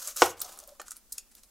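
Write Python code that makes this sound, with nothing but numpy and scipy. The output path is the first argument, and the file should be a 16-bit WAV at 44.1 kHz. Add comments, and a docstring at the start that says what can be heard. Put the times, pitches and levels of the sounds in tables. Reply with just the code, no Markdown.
"""Knife through an onion

A kitchen knife rasps down through an onion (dense grains of noise) and chops onto a plastic board
(damped modes, thud, crack). The blade scrapes back out over a groaning board and knocks once more.
Dry skin snaps throughout (short resonant bursts), then also rustles under the fingers (grains again).
Close, nearly mono pickup in a small kitchen: only reflections and the noise floor have width.
"""
import sys
import numpy as np
from scipy import signal
from scipy.fft import rfft, irfft, next_fast_len
from scipy.io import wavfile
from scipy.ndimage import map_coordinates

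SR = 44100
rng = np.random.default_rng(int(sys.argv[2]) if len(sys.argv) > 2 else 0)


def log_audio(samples):
    """Write samples as a 16-bit WAV file to the path given in sys.argv[1]."""
    # one column per channel
    frames = np.atleast_2d(samples).T
    # limit to full scale, then quantise
    limited = np.clip(frames, -1, 1)
    pcm = np.round(limited * 32767).astype(np.int16)
    wavfile.write(sys.argv[1], SR, pcm)


N = 66150

NEAR_DELAY_S = 0.0026  # no reflection arrives earlier


def amp(db):
    """Amplitude factor of a level in dB."""
    return 10 ** (np.asarray(db) / 20)


def unit(x):
    """x at rms 1."""
    return x / np.sqrt(np.mean(x ** 2) + 1e-20)


def along(points, hz):
    """Interpolate (Hz, value) points on a log frequency axis."""
    f, v = np.transpose(points)
    return np.interp(np.log(hz + 1), np.log(f + 1), v)


def clock():
    """Time of each sample, s."""
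    return np.arange(N) / SR


def level(rows):
    """Gain per sample from (s, dB) points; -120 dB outside them."""
    s, db = np.transpose(rows)
    return amp(np.interp(clock(), s, db, left=-120, right=-120))


def filtered(x, response):
    """x times a response of frequency, zero-padded by at least 0.5 s."""
    m = next_fast_len(N + SR // 2)
    spectrum = rfft(x, m) * response(np.fft.rfftfreq(m, 1 / SR))
    return irfft(spectrum, m)[..., :N]


def coloured(x, colour):
    """x shaped by (Hz, dB) points, at rms 1."""
    return unit(filtered(x, lambda f: amp(along(colour, f))))


def band(hz, q):
    """Noise through two equal resonances in series, at rms 1."""
    def resonance(f):
        damping = 1j * f * hz / q
        return (damping / (hz * hz - f * f + damping)) ** 2
    return unit(filtered(rng.standard_normal(N), resonance))


def burst(noise, envelope):
    """Noise under an envelope, holding exactly the envelope's energy."""
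    x = noise * envelope
    return x * np.linalg.norm(envelope) / (np.linalg.norm(x) + 1e-20)


def tear(s, length, fall):
    """Exponential rise up to s, hold for length, exponential fall."""
    rise_s = 0.00077
    t = clock() - s
    return np.exp(np.minimum(t, 0) / rise_s - np.maximum(t - length, 0) / fall)


def grains(colour):
    """Dense tiny fractures of uneven size whose strength flutters; rms 1."""
    grains_per_s, spread_db = 4000, 2.5
    flutter_db, flutter_per_s = 1.5, 170
    fractures = (rng.random(N) < grains_per_s / SR) * rng.choice([-1, 1], N)
    sizes = amp(spread_db * rng.standard_normal(N))
    clumps = map_coordinates(rng.standard_normal(N // 10), [clock() * flutter_per_s])
    return coloured(fractures * sizes * amp(flutter_db * clumps), colour)


def ring(modes, t, contact):
    """Damped modes, set moving by a contact of the given length at t = 0."""
    total = 0
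    for hz, db, t60 in modes:
        decay = amp(db + rng.normal(0, 1) - 60 * t / t60)  # each mode's level varies by about 1 dB
        total = total + decay * np.cos(2 * np.pi * hz * t)
    return (1 - np.exp(-t / contact)) * total


def floor():
    """Mid and side of the room's rumble and faint hiss: steady coloured noise."""
    # noise spectrum: f/Hz, density/dB
    floor_colour = [(20, -2.5), (40, -0.5), (70, -14.5), (110, -26), (160, -21), (215, -10.5), (330, -18.5),
                    (1000, -23), (3000, -28), (7000, -22.5), (15500, -25.5)]
    # stereo width: f/Hz, side re mid/dB
    floor_width = [(30, -3.5), (200, -16), (1000, -11.5), (3000, -4.5), (10000, 1)]
    floor_db = -64
    mid, side = amp(floor_db) * coloured(rng.standard_normal((2, N)), floor_colour)
    return np.array([mid, filtered(side, lambda f: amp(along(floor_width, f)))])


def slicing():
    """The edge breaks through skin and cells: many tiny fractures."""
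    # blade going through the onion: t/s, level/dB
    slice_level = [(0, -44), (.024, -46), (.04, -45.5), (.066, -39.5), (.088, -39.5), (.115, -44.5),
                   (.136, -57), (.158, -51.5), (.168, -35), (.192, -34.5), (.218, -30.5), (.235, -33.5),
                   (.265, -37.5), (.285, -45), (.31, -43), (.34, -67)]
    # slicing spectrum: f/Hz, density/dB
    slice_colour = [(200, -44.5), (380, -23.5), (550, -3.5), (850, -15), (1250, -4), (2000, -14),
                    (4200, -8.5), (6600, 1), (9000, -5.5), (12500, -5), (15500, -11.5)]
    return level(slice_level) * grains(slice_colour)


def snaps():
    """A flake of skin tears at its own pitch and knocks the bulb; each scatters from its own place."""
    # dry skin snapping: t/s, level/dB, pitch/Hz, Q/1, tear length/s, bulb knock re flake/dB
    snap_rows = [(0.017, -42, 6950, 0.95, 0.0057, -9), (0.024, -39.5, 7000, 0.45, 0.0059, -10.5),
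                 (0.0747, -24.5, 7760, 1.7, 0.00011, -34), (0.078, -30.5, 8440, 1.1, 0.0004, -13),
                 (0.1626, -34, 11000, 0.41, 0.0011, -12.5), (0.1667, -27, 7840, 1.4, .0004, -51),
                 (0.1726, -28, 6840, 0.8, 0.00052, -16), (0.2603, -28.5, 9700, 1.7, 0.00055, 0),
                 (0.395, -43, 7100, 7.1, .0004, -29), (0.4039, -29.5, 7940, 8.2, 0.00019, -27),
                 (0.415, -32, 6600, 0.24, 0.0072, -15), (0.417, -24.5, 12200, 1.35, .001, -27),
                 (0.445, -42.5, 5760, 1.4, 0.0057, -41), (.526, -46, 8100, 1.2, 0.0014, -32),
                 (0.5756, -46, 10300, 3.1, 0.00082, -12.5), (0.5898, -35, 8100, 1.2, 0.00014, -30.5),
                 (0.6019, -39.5, 7370, 0.66, 0.00017, -34), (0.6388, -44, 6570, 0.69, 0.00022, -20),
                 (0.6758, -42.5, 12200, 1.2, 0.0011, -35), (.692, -50, 6130, 1.17, 0.0012, -18),
                 (0.8, -45, 6700, 2.7, .005, -20), (0.8163, -40, 7900, 0.3, 0.0013, -3),
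                 (0.8825, -40, 7300, 1.3, 0.001, -7.5), (.9079, -35.5, 7790, 1.55, 0.0023, -22),
                 (0.9178, -35, 8700, 1.84, 0.00082, -9), (0.9609, -51.5, 7030, 0.9, 0.00039, -6.5),
                 (0.9676, -40.5, 10090, 0.95, 0.00091, -31), (1.1231, -33, 9200, 1.04, 0.0059, -51),
                 (1.1814, -30.5, 7600, 1.6, 0.0022, -27), (1.1841, -42, 2600, 4.2, 0.00057, -37),
                 (1.3523, -42.5, 8560, .5, 0.00023, -35), (1.435, -46.5, 6950, 0.53, 0.00049, -24)]
    # weighting of the flakes: f/Hz, gain/dB
    skin_colour = [(500, -26), (1500, -12.5), (2600, -8), (4000, 3), (15500, 2)]
    flake_fall_s = 0.00085
    bulb_hz, bulb_q, bulb_fall_s = 1330, 4.5, .0018
    out = np.zeros((2, N))
    for s, db, hz, q, length, bulb_db in snap_rows:
        flake = burst(coloured(band(hz, q), skin_colour), tear(s, length, flake_fall_s))
        bulb = burst(band(bulb_hz, bulb_q), tear(s, length, bulb_fall_s))
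        out += scattered(amp(db) * (flake + amp(bulb_db) * bulb))
    return out


def groans():
    """The blade catches and makes the board groan: narrow noise swelling and fading."""
    # groans: t/s, length/s, level/dB, f/Hz
    groan_rows = [(0.08, 0.017, -54, 594), (0.43, 0.075, -53.5, 715), (0.618, 0.051, -59.5, 620),
                  (0.676, 0.078, -55.5, 584)]
    groan_q = 6
    out = np.zeros(N)
    for s, length, db, hz in groan_rows:
        phase = np.clip((clock() - s) / length, 0, 1)
        swell = np.sin(np.pi * np.sqrt(phase))  # peaks a quarter of the way in
        out += amp(db) * burst(band(hz, groan_q), swell)
    return out


def chops():
    """Each blow cracks and rings board and blade; only mid-board blows thud and move the worktop."""
    # blows: t/s, level/dB, edge crack/dB rel., steel ring/dB rel., contact time/s, place on the board
    chop_rows = [(0.2200, 2, 0, -6, 0.0004, "middle"), (.2565, -25, -3, -12.5, .003, "middle"),
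                 (0.2623, -22.5, 4.5, -18, 0.00084, "middle"), (.7968, -26, -2, -21, 0.0012, "rim")]
    # modes of the board with the onion on it: f/Hz, struck mid-board/dB, struck at the rim/dB, t60/s
    board = [(377, -12.5, -21, .06), (519, -20.5, -17, .045), (605.7, -17.5, -11, .045),
             (734, -21, -13, .04), (789.6, -17, -15.5, 0.044), (1018, -10.5, -18, 0.037),
             (1190, -16.5, -11, 0.054), (1245.4, -18.5, -12.5, .05), (1414, -15, -19, 0.049),
             (1817, -33, -17.5, 0.065), (2386, -22.5, -20, 0.036)]
    # modes of the blade: f/Hz, level/dB, t60/s
    steel = [(5540, -31, 0.15), (6340, -41, 0.11), (8130, -32, 0.19)]
    # modes of the worktop: f/Hz, level/dB, t60/s
    push = [(65, -39.5, 0.14), (118, -43, 0.077), (93, -55.5, 0.54), (161, -56.5, 0.33)]
    # crack of the edge landing: f/Hz, density/dB
    crack_colour = [(900, -7), (2050, -2), (2650, 5), (4000, -0.5), (7200, -2), (9500, -15.5),
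                    (15500, -29.5)]
    thud_db, thud_t60_s, thud_low_hz, thud_high_hz = -10, 0.043, 330, 1340
    crack_level_db, crack_t60_s = -15.5, 0.031
    shove_db = 1  # single shove opening a thud, re the crush that follows
    blow_low_hz = 300  # low cut: keeps the summed modes and thud from booming in the bass
    body = signal.butter(4, [thud_low_hz, thud_high_hz], "band", fs=SR, output="sos")
    low_cut = signal.butter(6, blow_low_hz, "high", fs=SR, output="sos")

    out = np.zeros(N)
    for s, db, crack_db, steel_db, contact, place in chop_rows:
        t = np.maximum(clock() - s, 0)
        middle = place == "middle"

        fade = (t > 0) * amp(thud_db - 60 * t / thud_t60_s)
        shove = signal.unit_impulse(N, round(s * SR)) * amp(shove_db) * np.linalg.norm(fade)
        crush = rng.standard_normal(N) * fade
        thud = signal.sosfilt(body, shove + crush)
        thud = thud * np.linalg.norm(fade) / np.linalg.norm(thud)

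        crack_fade = (t > 0) * amp(crack_level_db - 60 * t / crack_t60_s)
        crack = burst(coloured(rng.standard_normal(N), crack_colour), crack_fade)

        modes = [(hz, middle_db if middle else rim_db, t60) for hz, middle_db, rim_db, t60 in board]
        blow = ring(modes, t, contact) + middle * thud
        blow = blow + amp(crack_db) * crack + amp(steel_db) * ring(steel, t, contact)
        worktop = middle * ring(push, t, contact)
        out += amp(db) * (signal.sosfilt(low_cut, blow) + worktop)
    return out


def drawing():
    """The blade scrapes back along the board: grains again, darker."""
    # blade drawn back: t/s, level/dB
    draw_level = [(.37, -55), (.41, -50.5), (.445, -48), (.49, -49), (.53, -50.5), (.565, -54),
                  (.61, -55.5), (.665, -63.5), (.693, -55), (.715, -62.5), (.77, -67.5)]
    # scraping spectrum: f/Hz, density/dB
    draw_colour = [(200, -15.5), (380, -5.5), (560, -2.5), (760, -0.5), (900, -4), (1180, 0.5), (2000, -16),
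                   (3500, -9), (7000, -7), (15500, -12)]
    return level(draw_level) * grains(draw_colour)


def rubs():
    """Fingers shift their grip on the papery skin: grains under Gaussian swells."""
    # finger slides: t of the middle/s, half width (sigma)/s, level/dB
    rub_rows = [(0.88, .016, -55), (0.92, 0.006, -49), (0.967, 0.012, -57.5), (1.139, 0.025, -60),
                (1.18, 0.013, -60), (1.319, 0.005, -59.5), (1.379, 0.012, -57), (1.44, 0.0062, -62.5)]
    # rustle spectrum: f/Hz, density/dB
    rub_colour = [(300, -12), (900, -8), (1350, -1), (2200, -6.5), (4000, -2.5), (8000, 3), (11500, -1),
                  (15500, -15)]
    swells = sum(amp(db) * np.exp(-((clock() - s) / width) ** 2 / 2) for s, width, db in rub_rows)
    return grains(rub_colour) * swells


def scattered(x):
    """Mid and side of a sound plus the treble that hands and worktop throw back at once."""
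    near_db, near_t60_s, near_low_hz = -8.5, 0.072, 1800
    t = clock()[:SR // 12]
    high_pass = signal.butter(2, near_low_hz, "high", fs=SR, output="sos")
    near = signal.sosfilt(high_pass, rng.standard_normal((2, len(t))))
    near = near * amp(-60 * t / near_t60_s) * (t > NEAR_DELAY_S)
    near = near / np.linalg.norm(near[0])
    mid, side = amp(near_db) * signal.oaconvolve(x[None], near, axes=1)[:, :N]
    return np.array([x + mid, side])


def kitchen(x):
    """Mid and side of the room's tail: noise in which each frequency dies at its own speed."""
    # room decay: f/Hz, t60/s
    room_t60 = [(100, 0.54), (400, 0.28), (1300, .25), (2400, .32), (7000, 0.15), (15000, 0.1)]
    kitchen_db = -13.5
    hz, t, z = signal.stft(rng.standard_normal((2, SR // 2)), SR, nperseg=256)
    decay = amp(-60 * t / along(room_t60, hz)[:, None])
    tail = signal.istft(z * decay, SR, nperseg=256)[1]
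    tail = tail * (clock()[:tail.shape[1]] > NEAR_DELAY_S)
    tail = tail / np.linalg.norm(tail[0])
    return amp(kitchen_db) * signal.fftconvolve(x[None], tail, axes=1)[:, :N]


def scene():
    """All sources in the middle; only reflections and the floor differ between the ears."""
    # width of the reflections: f/Hz, side gain/dB
    reflection_width = [(100, -7), (500, -35.5), (2000, -31.5), (5000, -16), (10000, -7.5)]
    dry_sources = (slicing(), groans() + drawing(), chops(), rubs())
    sources = [snaps()] + [scattered(x) for x in dry_sources]
    mid, side = sum(x + kitchen(x[0]) for x in sources)
    side = filtered(side, lambda f: amp(along(reflection_width, f)))
    mid, side = np.array([mid, side]) + floor()
    return np.array([mid + side, mid - side])


def record(dry):
    """Clip at full scale, then cut steeply above the band limit."""
    top_hz = 15850
    return filtered(np.clip(dry, -1, 1), lambda f: 1 / (1 + (f / top_hz) ** 120))


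dry = scene()
out = record(dry)
log_audio(out)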